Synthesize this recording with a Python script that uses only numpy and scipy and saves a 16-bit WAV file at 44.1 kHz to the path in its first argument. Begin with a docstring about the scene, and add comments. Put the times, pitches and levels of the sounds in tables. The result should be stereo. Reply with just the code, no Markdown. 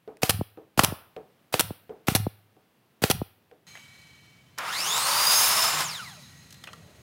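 """A pneumatic nailer is set on wood and fired five times. In each shot the valve hisses, the driver
strikes, the piston returns and the gun bounces on the humming bench. Then the blade of a mitre saw is
heard coasting; its motor starts with a jolt and whines up to speed, the teeth roar through a board and
the blade screams in its modes. The brake slows it, and last the boards are knocked and slid along.
Faint workshop noise lies under it all."""
import sys
import numpy as np
from scipy import signal
from scipy.fft import rfft, irfft, next_fast_len
from scipy.io import wavfile
from scipy.ndimage import map_coordinates

SR = 44100
rng = np.random.default_rng(int(sys.argv[2]) if len(sys.argv) > 2 else 0)


def dump(signal):
    """Clip the signal to [-1, 1] and save it as 16-bit WAV at the path in sys.argv[1]."""
    limited = np.clip(np.atleast_2d(signal).T, -1, 1)
    pcm = np.round(limited * 32767).astype(np.int16)
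    wavfile.write(sys.argv[1], SR, pcm)


N = 309565

# Nail shots. Each row: times in seconds of valve opening, strike, piston return and nose landing,
# then levels in dB of shot, recoil thump and landing.
SHOTS = [(.2185, .2315, .2930, .412, -13, -16, -18), (.7745, .7925, .8335, .923, -11.5, -14, -24),
         (1.525, 1.540, 1.5945, 1.707, -15, -22, -25), (2.0695, 2.0825, 2.1495, 2.2675, -13, -12, -17),
         (3.019, 3.0375, 3.0995, 3.217, -12, -12.5, -19)]
# Gun set down on the wood. Each row: start in seconds, level in dB, relative click level in dB.
TAPS = [(0.076, -31, -18.5), (0.573, -34, -20), (1.164, -29.5, -9.5), (1.894, -29.5, -18.5),
        (2.565, -49.5, -15), (3.513, -43.5, -7)]
# Gun jolting against the wood. Each row: start in seconds, peak in dB, contact cutoff in Hz.
JOLTS = [(0.391, -25, 256), (0.7773, -17.5, 1030), (2.117, -21.5, 300), (3.021, -23.5, 901)]
# Trigger and safety tip snapping. 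Each row: start in seconds, level in dB.
TRIGGER_CLICKS = [(.17, -49.5), (0.7767, -27)]
# Catches, motor jolts and knocking boards.
# Each row: start in seconds, level in dB, treble level in dB, pitch of the struck part in Hz.
CLACKS = [(3.753, -35.5, -54, 2100), (3.772, -37, -57, 2680), (4.584, -27, -31.5, 1450),
          (5.805, -17.5, -26, 1405), (6.506, -53, -48, 7500), (6.525, -48, -45.5, 7460),
          (6.542, -46, -51, 3900), (6.638, -33, -44.5, 3390), (6.672, -29, -51, 2700),
          (6.687, -33.5, -60, 1420), (6.731, -35, -48.5, 1290)]
# Modes of struck bodies. Each row: frequency in Hz, relative level in dB, nominal t60 in seconds.
HOUSING_MODES = [(766, 0.5, 0.04)]
BENCH_MODES = [(85.86, -5, 0.55), (103.6, -3, 0.67), (171, -9, .3)]
WOOD_MODES = [(318, -16, 0.16), (437, -8.5, 0.19), (486, -7, 0.11), (747, -11.5, .21)]
# Motor tones. Each row: multiple of the whine's pitch, driven level in dB, braking level in dB,
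# ratio of steady core to rasp when driven, share of full speed below which the tone fades.
MOTOR_TONES = [(1 / 8, -14, -28, 3, .8), (1, -5, -7, .35, .1), (2, -.5, 4, .15, .28),
               (3, -2, -16, .15, .55), (4, -12, -10, .15, .12), (8, -40, -18, .1, .06)]
# Blade modes in the cut. Each row: frequency in Hz, width in Hz, level in dB, loudest time in seconds.
CUTTING_MODES = [(4870, 25, -26, 5.28), (5220, 150, -28, 5.4), (5240, 85, -25, 5.6), (6460, 5, -30, 5.375),
                 (7250, 300, -35, 5.72), (8979, 15, -37, 5.39), (9765, 130, -31, 5.42),
                 (10440, 90, -32, 5.34), (11950, 55, -34, 5.46), (12796, 20, -33, 5.41),
                 (14680, 130, -34, 5.27), (15500, 80, -32, 5.39)]
# Modes of the free blade. Each row: frequency in Hz, level before the cut in dB, level after it in dB.
FREE_MODES = [(1903, -65, -55), (2265, -55, -64), (3064, -58, -73), (3920, -61, -55), (4140, -57, -53),
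              (6470, -57, -55)]
# Resonances of guard and blade. Each entry: frequency in Hz.
GUARD_HZ = [1330, 1950, 2800, 3680, 4800, 5250, 6600, 7350, 8750, 9750]
# Broad resonances. Each row: frequency in Hz, level in dB.
BOARD_RESONANCES = [(950, -36), (1220, -34.5)]  # the board under the teeth
TABLE_RESONANCES = [(720, -3), (1250, -1.5), (1900, 2), (3100, -1.5)]  # knocked board and saw table
# Spectra. Each row: frequency in Hz, relative spectral level in dB.
STRIKE_SPECTRUM = [(200, -19), (600, -2), (2320, -3.5), (5500, -10.5), (12300, -15), (16000, -23.5)]
AIR_SPECTRUM = [(200, -18), (400, -9), (4300, -10), (7000, -14.5), (12200, -9.5), (16000, -14.5)]
KNOCK_SPECTRUM = [(100, -15.5), (420, 0.5), (800, -9.0), (5000, -47.5)]
CLICK_SPECTRUM = [(1500, 4.5), (3500, -3.0), (8000, -21.5)]
CUT_SPECTRUM = [(50, -34), (380, -18.5), (1080, -0.5), (1850, -7.5), (2750, -5), (5200, -0.5), (8100, -10),
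                (10000, -6.5), (16000, -11)]
WHINE_RADIATION = [(300, -9), (1600, 3), (2700, -4), (3600, 1), (8700, -7), (10300, -15)]
SCRAPE_SPECTRUM = [(1500, -7), (5000, 6.0), (15000, -9.5)]
SWISH_SPECTRUM = [(200, -22), (700, -9), (2600, -4.5), (4900, -5.5), (16000, -21)]
RUMBLE_SPECTRUM = [(30, -64), (70, -2.5), (140, 3), (330, -15.5), (1300, -43)]
RUB_SPECTRUM = [(200, -8), (620, 1), (900, -9.5), (8000, -35)]
WORKSHOP_SPECTRUM = [(30, -46), (120, -5), (1180, -19.5), (3000, -23), (7000, -33.5), (14000, -28)]
# Gain laws of the saw's layers. Each law: gain in dB at full speed, dB lost at a tenth of that speed,
# dB gained in the cut, dB lost with the power off.
ROAR_LAW = (-28.5, 33.5, 0.5, 1)
HISS_LAW = (-24, 23.5, 3.5, 3.5)
WHINE_LAW = (-25, 6, -6, 10)
# Direction of the saw. Each row: frequency in Hz, left minus right level in dB.
SAW_PAN = [(200, -1), (1200, -5.5), (2380, -4), (4400, 4), (8100, -7.5), (15000, -8)]
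# Stereo coherence. Each row: frequency in Hz, correlation of left and right.
GUN_COHERENCE = [(500, 0.98), (3100, 0.73), (12000, 0.062)]
SAW_COHERENCE = [(100, 1), (2400, 0.77), (4700, -0.23), (7500, 0.65), (15000, 0.35)]
# Decay times of the tail by frequency. Each row: frequency in Hz, t60 in seconds.
TAIL_T60 = [(2800, 0.48), (5000, 0.39), (6800, .22), (9000, 0.34), (15000, 0.5)]

SEAT_S = .0105  # the piston's way back to its seat
REBOUND_S, REBOUND_DB, REBOUND_HZ = .049, -11.5, 200  # gun rocks back: delay, level re recoil, cutoff
COAST_S, ON_S, OFF_S, BRAKE_S = 3.668, 4.578, 5.7, 5.795  # blade heard, power on, power off, brake grips
STALL_S, RUN_UP_S, RUN_DOWN_S = .016, .415, .543  # delay before the rotor moves, time constants
FULL_HZ, SAG = 5330, .04  # whine at full speed, share of speed lost in the cut
BITE_S, BITE_WIDTH_S = 5.18, 0.27  # the teeth bite hardest; time in and out
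CUT_S, CUT_WIDTH_S = 5.39, .15  # the blade is deepest in the board; time in and out
BRAKE_GRIP_S, BRAKE_FADE_DB_PER_S = .08, 12  # the braking whine swells, then fades with the torque
SPLIT_BEFORE_HZ, SPLIT_AFTER_HZ, SPLIT_FALL_HZ_PER_S = 38, 68, 30  # beat rate of the free blade's modes
TOP_HZ = 15900  # band limit


def nailer(return_db=-13.5, air_db=-17, strike_db=.4, housing_db=-13):
    """Turbulence and impact: air rushes in, the driver strikes, the piston vents and slams home."""
    valve, strike, back, _, shot_db, thump_db, _ = np.transpose(SHOTS)
    air = bursts(valve, shot_db + air_db, rise=.0013, hold=.033, t60=.25)
    air = air * noise(AIR_SPECTRUM, GUN_COHERENCE)
    chatter = unit(amp(4.3 * wobble(1400)))  # metal parts meet in many tiny contacts
    blow = bursts(strike, shot_db + strike_db, rise=.0001, hold=.003, t60=.013)
    blow = blow * noise(STRIKE_SPECTRUM, GUN_COHERENCE)
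    vent = bursts(back, return_db, rise=.00041, hold=.0044, t60=.05)
    seat = bursts(back + SEAT_S, return_db - .4, rise=.00071, hold=.0039, t60=.0079)
    exhaust = np.hypot(vent, seat) * ragged_colour(noise(AIR_SPECTRUM, GUN_COHERENCE))
    snaps = bursts(*np.transpose(TRIGGER_CLICKS), rise=.0001, hold=.001, t60=.009)
    snaps = snaps * noise(STRIKE_SPECTRUM, GUN_COHERENCE)
    housing = np.zeros(N)
    for s, db in zip(np.r_[strike, back + SEAT_S], np.tile(thump_db, 2)):
        add(housing, s, amp(db + housing_db) * ring(HOUSING_MODES, attack=.001, damping=1))
    return housing + chatter * (blow * pan(-.7) + exhaust * pan(-2.7)) + air * pan(-1.3) + snaps


def ragged_colour(x, depth_db=2.5, spacing_hz=170):
    """Spectral ripple: random peaks and dips give the exhaust hiss a ragged, slightly ringing colour."""
    knots = rng.standard_normal(SR // 20)
    ripple = lambda hz: map_coordinates(knots, [hz / spacing_hz], order=2)
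    return unit(filtered(x, lambda hz: amp(depth_db * hz / (hz + 1500) * ripple(hz))))


def bench():
    """Plate vibration: every blow bends the top, which hums until the landing nose damps it."""
    track = np.zeros(N)
    for s, db, cutoff_hz in JOLTS:
        add(track, s, amp(db) * bending_wave(cutoff_hz))
    for _, strike, back, land, _, thump_db, land_db in SHOTS:
        add(track, strike + .0014, amp(thump_db) * bending_wave(cutoff_hz=875))
        add(track, back + .001, amp(thump_db - 2) * bending_wave(cutoff_hz=905))
        add(track, back + REBOUND_S, amp(thump_db + REBOUND_DB) * bending_wave(REBOUND_HZ))
        add(track, land, amp(land_db) * bending_wave(cutoff_hz=1080))
        hum = ring(BENCH_MODES, attack=.066, damping=.94)
        pressed = np.clip((back + np.arange(len(hum)) / SR - land) / .018, 0, 1)
        add(track, back, amp(land_db - 9 - 18 * pressed) * hum)
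    return np.roll(track, -(SR // 250))  # advance by the chirps' 4 ms lead-in


def bending_wave(cutoff_hz, spread_s=.0039, lead_s=.0044, low_hz=100):
    """Dispersion: high bending waves travel faster, so a blow arrives as a falling chirp."""
    hz = np.fft.rfftfreq(8192, 1 / SR) + 1
    khz = hz / 1000
    group_delay = spread_s / np.sqrt(khz) - lead_s
    phase = 2 * np.pi * np.cumsum(group_delay) * (hz[1] - hz[0])
    rolloff = khz ** .99 * (1 + (low_hz / hz) ** 4) * (1 + (hz / cutoff_hz) ** 6)
    chirp = np.roll(irfft(np.exp(-1j * phase) / rolloff), SR // 250)  # 4 ms for the fastest waves
    return chirp[:len(chirp) // 2] / np.abs(chirp).max()


def workpiece():
    """Impact excitation: the wood rings when the nose is set down and when a nail goes in."""
    modes = np.zeros(N)
    for s, db, _ in TAPS:
        add(modes, s, amp(db - 3) * ring(WOOD_MODES, attack=.0012, damping=1.1))
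    for _, strike, *_ in SHOTS:
        add(modes, strike, amp(-21.5) * ring(WOOD_MODES, attack=.00072, damping=2))
    s, db, click_db = np.transpose(TAPS)
    knock = bursts(s, db - 12, rise=.0011, hold=.0044, t60=.29) * noise(KNOCK_SPECTRUM, GUN_COHERENCE)
    click = bursts(s, db + click_db + 2, rise=.00035, hold=.00089, t60=.014)
    return modes + knock + click * noise(CLICK_SPECTRUM, GUN_COHERENCE)


def saw(inrush_db=-34.5, lifted_db=-2):
    """Flow and cutting noise: teeth and fan roar with speed, joined by motor whine and blade scream."""
    t = clock()
    speed, load, power = motor_state()
    rush = noise(CUT_SPECTRUM, SAW_COHERENCE)
    low = filtered(rush, lambda hz: 1 / (1 + (hz / 2700) ** 6))
    top = filtered(rush, lambda hz: 1 - 1 / (1 + (hz / 7500) ** 4))
    inrush = amp(inrush_db) * (t > ON_S) * power * (1 - speed)  # growl of the starting current
    roar = np.hypot(layer_gain(ROAR_LAW), inrush) * unit(low)
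    dulling = .35 * (1 - speed) - .26 * load + .13 * (1 - power)  # a slow blade hisses less brightly
    treble = (rush - low - dulling * top) / np.std(rush - low)
    hiss = np.hypot(layer_gain(HISS_LAW), amp(-11) * inrush) * treble
    hiss *= amp(lifted_db * np.clip((t - BRAKE_S) / .054, 0, 1))  # the teeth lift clear of the kerf
    board = swell(BITE_S, BITE_WIDTH_S) * tones(BOARD_RESONANCES, width_hz=146)[0]
    chips = amp(.94 * wobble(45) + .51 * wobble(600))  # uneven bites of the teeth
    teeth = (roar + board + guard(hiss, depth_db=4.5, width_hz=103)) * chips
    motor = motor_whine()
    return teeth + motor + amp(-17) * reverb(motor) + blade_scream()


def motor_whine():
    """Rotational tones: each glides with the rotor's speed, a steady core within a rasping skirt."""
    speed, _, power = motor_state()
    pitch = FULL_HZ * speed
    cycles = np.cumsum(pitch) / SR
    braked = np.maximum(clock() - BRAKE_S, 0)
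    brake = np.sqrt(np.minimum(braked / BRAKE_GRIP_S, 1)) * amp(-BRAKE_FADE_DB_PER_S * braked)
    whine = np.zeros((2, N))
    for multiple, driven_db, braking_db, steady, fade_speed in MOTOR_TONES:
        rasp_rate = 560 * min(multiple, np.sqrt(multiple), 1.5)
        skirt = np.array([wobble(rasp_rate) + 1j * wobble(rasp_rate) for ear in range(2)])
        core = np.exp(1j * rng.random((2, 1))) * amp(3.5 * wobble(60))
        driven = power * amp(driven_db) * (steady * core + skirt)
        braking = brake * amp(braking_db) * (1.15 * core + .55 * skirt)
        tone = np.real((driven + braking) * np.exp(2j * np.pi * multiple * cycles))
        hz = multiple * pitch
        spinning = speed ** 3 / (speed ** 3 + fade_speed ** 3)  # a slow rotor hardly whines
        whine += amp(along(WHINE_RADIATION, hz)) * spinning * (hz < TOP_HZ) * tone
    return guard(whine * layer_gain(WHINE_LAW), depth_db=8, width_hz=130)


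def motor_state():
    """Inertia: the motor runs up, sags in the cut and is braked. Gives speed, load and power, 0-1."""
    t = clock()
    load = swell(CUT_S, CUT_WIDTH_S)
    run_up = np.tanh(np.maximum(t - ON_S - STALL_S, 0) / RUN_UP_S)
    run_down = (1 + np.maximum(t - BRAKE_S, 0) / RUN_DOWN_S) ** -4
    power = np.clip((OFF_S - t) / .04 + .5, 0, 1)
    return run_up * (1 - SAG * load) * run_down, load, power


def layer_gain(law):
    """Power law: a saw layer's gain grows with speed and shifts with load and switch-off."""
    full_db, slow_db, cut_db, off_db = law
    speed, load, power = motor_state()
    return amp(full_db + slow_db * np.log10(speed + 1e-9) + cut_db * load - off_db * (1 - power))


def guard(x, depth_db, width_hz):
    """Resonant filtering: the guard favours its own frequencies, so gliding tones swell and fade."""
    peak = lambda hz, f: 1 / (1 + ((hz - f) / (width_hz * np.sqrt(f / GUARD_HZ[0]))) ** 2)
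    nearness = lambda hz: np.max([peak(hz, f) for f in GUARD_HZ], axis=0)
    return filtered(x, lambda hz: amp(depth_db * (nearness(hz) - .5)))


def blade_scream(swell_s=.125):
    """Forced vibration: the teeth excite one blade mode after another, which swells and lets go."""
    return sum(swell(s, swell_s) * tones([(hz, db)], width) for hz, width, db, s in CUTTING_MODES)


def clacks(part_db=-7, part_t60=.042):
    """Impact sound: each knock has a wooden body, a bright scrape and the ring of the struck part."""
    s, db, treble_db, pitch = np.transpose(CLACKS)
    body = bursts(s, db - 9, rise=.0004, hold=.003, t60=.05)
    body = body * unit(tones(TABLE_RESONANCES, width_hz=300))
    scrape = bursts(s, treble_db + 3.5, rise=.00039, hold=.0018, t60=.03)
    scrape = scrape * noise(SCRAPE_SPECTRUM, SAW_COHERENCE)
    part = np.zeros(N)
    for start, level_db, hz in zip(s, db, pitch):
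        cluster = [(hz * ratio, 0, part_t60) for ratio in (.92, .97, 1, 1.06)]
        add(part, start, amp(level_db + part_db) * ring(cluster, attack=.00046, damping=.95))
    return body + scrape + part


def coasting(before_fade_db_per_s=13, after_fade_db_per_s=5):
    """Free rotation: the blade swishes and sings before and after the cut, over rumble and stand hum."""
    t = clock()
    speed, _, power = motor_state()
    started = np.maximum.accumulate(speed)
    before = (t > COAST_S) * (1 - started)
    after = (1 - power) * amp(-after_fade_db_per_s * (t - BRAKE_S))
    flutter = amp(.9 * wobble(110))
    air = noise(SWISH_SPECTRUM, SAW_COHERENCE) * flutter
    fizz = filtered(air, lambda hz: 1 - 1 / (1 + (hz / 7000) ** 4))  # fades first as the blade slows
    slowed = np.clip((t - COAST_S) / 1.6, 0, 1)
    swish = (air - slowed * fizz) * before * amp(-53 - before_fade_db_per_s * (t - COAST_S))
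    swish += air * after * amp(-54.5)
    rumble_db = -60.5 + 5.9 * started + 3.8 * speed
    rumble = (t > COAST_S) * amp(rumble_db) * noise(RUMBLE_SPECTRUM, SAW_COHERENCE)
    driven_hum = power * tones([(200, -54)], width_hz=14)
    free_hum = (1 - power) * after ** 2 * tones([(160, -46)], width_hz=13)
    return swish + blade_singing(before, 1 - power) + speed ** .3 * (driven_hum + free_hum) + rumble


def blade_singing(before, after, backward=.55, t60_cycles=11000, fade_db_per_s=14):
    """Mode splitting: spin parts each mode into a forward and a backward wave that beat ever slower."""
    t, song = clock(), np.zeros((2, N))
    coasted, braked = np.maximum(t - COAST_S, 0), np.maximum(t - BRAKE_S, 0)
    tail = after * amp(-fade_db_per_s * braked)
    split_hz = np.where(t < CUT_S, SPLIT_BEFORE_HZ - SPLIT_FALL_HZ_PER_S * coasted,
                        SPLIT_AFTER_HZ - SPLIT_FALL_HZ_PER_S * braked)
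    spin = np.pi * np.cumsum(split_hz) / SR
    knots = np.arange(0, t[-1], 1 / 50)
    for hz, before_db, after_db in FREE_MODES:
        drift = np.cumsum(rng.normal(0, .5, (2, len(knots))), axis=1)
        phase = 2 * np.pi * hz * t + np.array([np.interp(t, knots, ear) for ear in drift])
        turn = spin + np.pi * rng.random()
        pair = np.sin(phase + turn) + backward * np.sin(phase - turn)
        early = before * amp(before_db - 60 * coasted * hz / t60_cycles)  # high modes die first
        song += (early + tail * amp(after_db)) * pair
    return song * np.sqrt(2 / (1 + backward ** 2))


def board_slide(start_s=6.66, level_db=-60.5):
    """Sliding friction: the board rubs unevenly over the saw table."""
    return (clock() > start_s) * amp(level_db + 1.6 * wobble(90)) * noise(RUB_SPECTRUM, SAW_COHERENCE)


def reverb(x):
    """Convolution with a decaying noise tail, which dies fastest near 7 kHz."""
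    hz, t, spectra = signal.stft(rng.standard_normal((2, SR * 3 // 4)), SR, nperseg=256)
    tail = signal.istft(spectra * amp(-60 * t / along(TAIL_T60, hz)[:, None]), SR, nperseg=256)[1]
    return signal.fftconvolve(x, tail / np.linalg.norm(tail[0]), axes=1)[:, :N]


def workshop_noise():
    """Ambient noise: a faint floor whose level drifts slowly."""
    return amp(-65.5 + 1.2 * wobble(1.6)) * noise(WORKSHOP_SPECTRUM, GUN_COHERENCE)


def ring(modes, attack, damping):
    """Modal decay: damped sines of random strength and phase, peak 1; damping divides each t60."""
    t = np.arange(SR // 2) / SR
    x = np.zeros(len(t))
    for hz, db, t60 in modes:
        decay = amp(db + rng.normal(0, 3.5) - 60 * damping * t / t60)
        x += decay * np.sin(2 * np.pi * (hz * t + rng.random()))
    x *= 1 - np.exp(-t / attack)
    return x / np.abs(x).max()


def tones(lines, width_hz):
    """Noise-driven resonance: narrow bands that waver independently at the two ears."""
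    power = lambda hz: sum(amp(2 * db) / (1 + ((hz - f) / width_hz) ** 2) ** 2 for f, db in lines)
    bands = filtered(rng.standard_normal((2, N)), lambda hz: np.sqrt(power(hz)))
    return unit(bands) * np.sqrt(sum(amp(2 * db) for _, db in lines))


def bursts(times, levels_db, rise, hold, t60):
    """Incoherent addition: envelopes that rise, hold and die away are summed in power."""
    power, t = np.zeros(N), np.arange(SR // 2) / SR
    shape = (1 - np.exp(-t / rise)) * amp(-60 * np.maximum(t - hold, 0) / t60)
    for s, db in np.broadcast(times, levels_db):
        add(power, s, (amp(db) * shape) ** 2)
    return np.sqrt(power)


def noise(spectrum, coherence):
    """Partial coherence: mid and side noise mix into coloured stereo noise of rms 1."""
    def response(hz):
        angle = np.arccos(np.clip(along(coherence, hz), -1, 1)) / 2
        return amp(along(spectrum, hz)) * np.array([np.cos(angle), np.sin(angle)])
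    mid, side = filtered(rng.standard_normal((2, N)), response)
    return unit(np.array([mid + side, mid - side]))


def filtered(x, response):
    """Linear filtering: the spectrum of x is multiplied by a frequency response."""
    size = x.shape[-1]
    padded = next_fast_len(size + 8192)
    return irfft(rfft(x, padded) * response(np.fft.rfftfreq(padded, 1 / SR)), padded)[..., :size]


def wobble(rate):
    """Random modulation: a smooth curve with rate knots a second."""
    return map_coordinates(rng.standard_normal(int(N * rate / SR) + 4), [clock() * rate], order=2)


def swell(peak_s, width_s):
    """Gaussian envelope of peak 1."""
    return np.exp(-((clock() - peak_s) / width_s) ** 2)


def along(points, hz):
    """Interpolation of (Hz, value) points on a logarithmic frequency axis."""
    f, values = np.transpose(points)
    return np.interp(np.log(hz + 1), np.log(f + 1), values)


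def pan(db):
    """Interaural level difference as left and right gains."""
    return amp(np.array([np.atleast_1d(db), -np.atleast_1d(db)]) / 2)


def add(track, s, sound):
    """Superposition of a sound on a track, starting at s seconds."""
    part = track[round(s * SR):][:len(sound)]
    part += sound[:len(part)]


def amp(db):
    """Amplitude ratio of a level in decibels."""
    return 10 ** (np.asarray(db) / 20)


def unit(x):
    """Normalisation to rms 1."""
    return x / np.sqrt(np.mean(x ** 2) + 1e-20)


def clock():
    """Time of each sample in seconds."""
    return np.arange(N) / SR


def scene():
    """Superposition of direct and reverberant sound: the nailer, then the saw, in one workshop."""
    gun, wood = nailer(), workpiece()
    nailing = gun + amp(-13.5) * reverb(gun) + wood + amp(-12) * reverb(wood) + bench()
    knocks = clacks()
    sawing = saw() + coasting() + board_slide() + knocks + amp(-9) * reverb(knocks)
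    sawing = filtered(sawing, lambda hz: pan(along(SAW_PAN, hz)))
    return nailing + sawing + workshop_noise()


def record(dry, skew_rad=.15, low_hz=32):
    """Transduction: two microphones differ in bass phase; peaks are rounded and the band is limited."""
    phase = lambda hz: np.array([[-skew_rad], [skew_rad]]) / (1 + (hz / 500) ** 2)
    x = filtered(dry, lambda hz: np.exp(1j * phase(hz)) * hz ** 2 / (hz ** 2 + low_hz ** 2))
    rounded = x / (1 + np.abs(x / .85) ** 6) ** (1 / 6)
    return filtered(rounded, lambda hz: 1 / (1 + (hz / TOP_HZ) ** 160))


dry = scene()
out = record(dry)
dump(out)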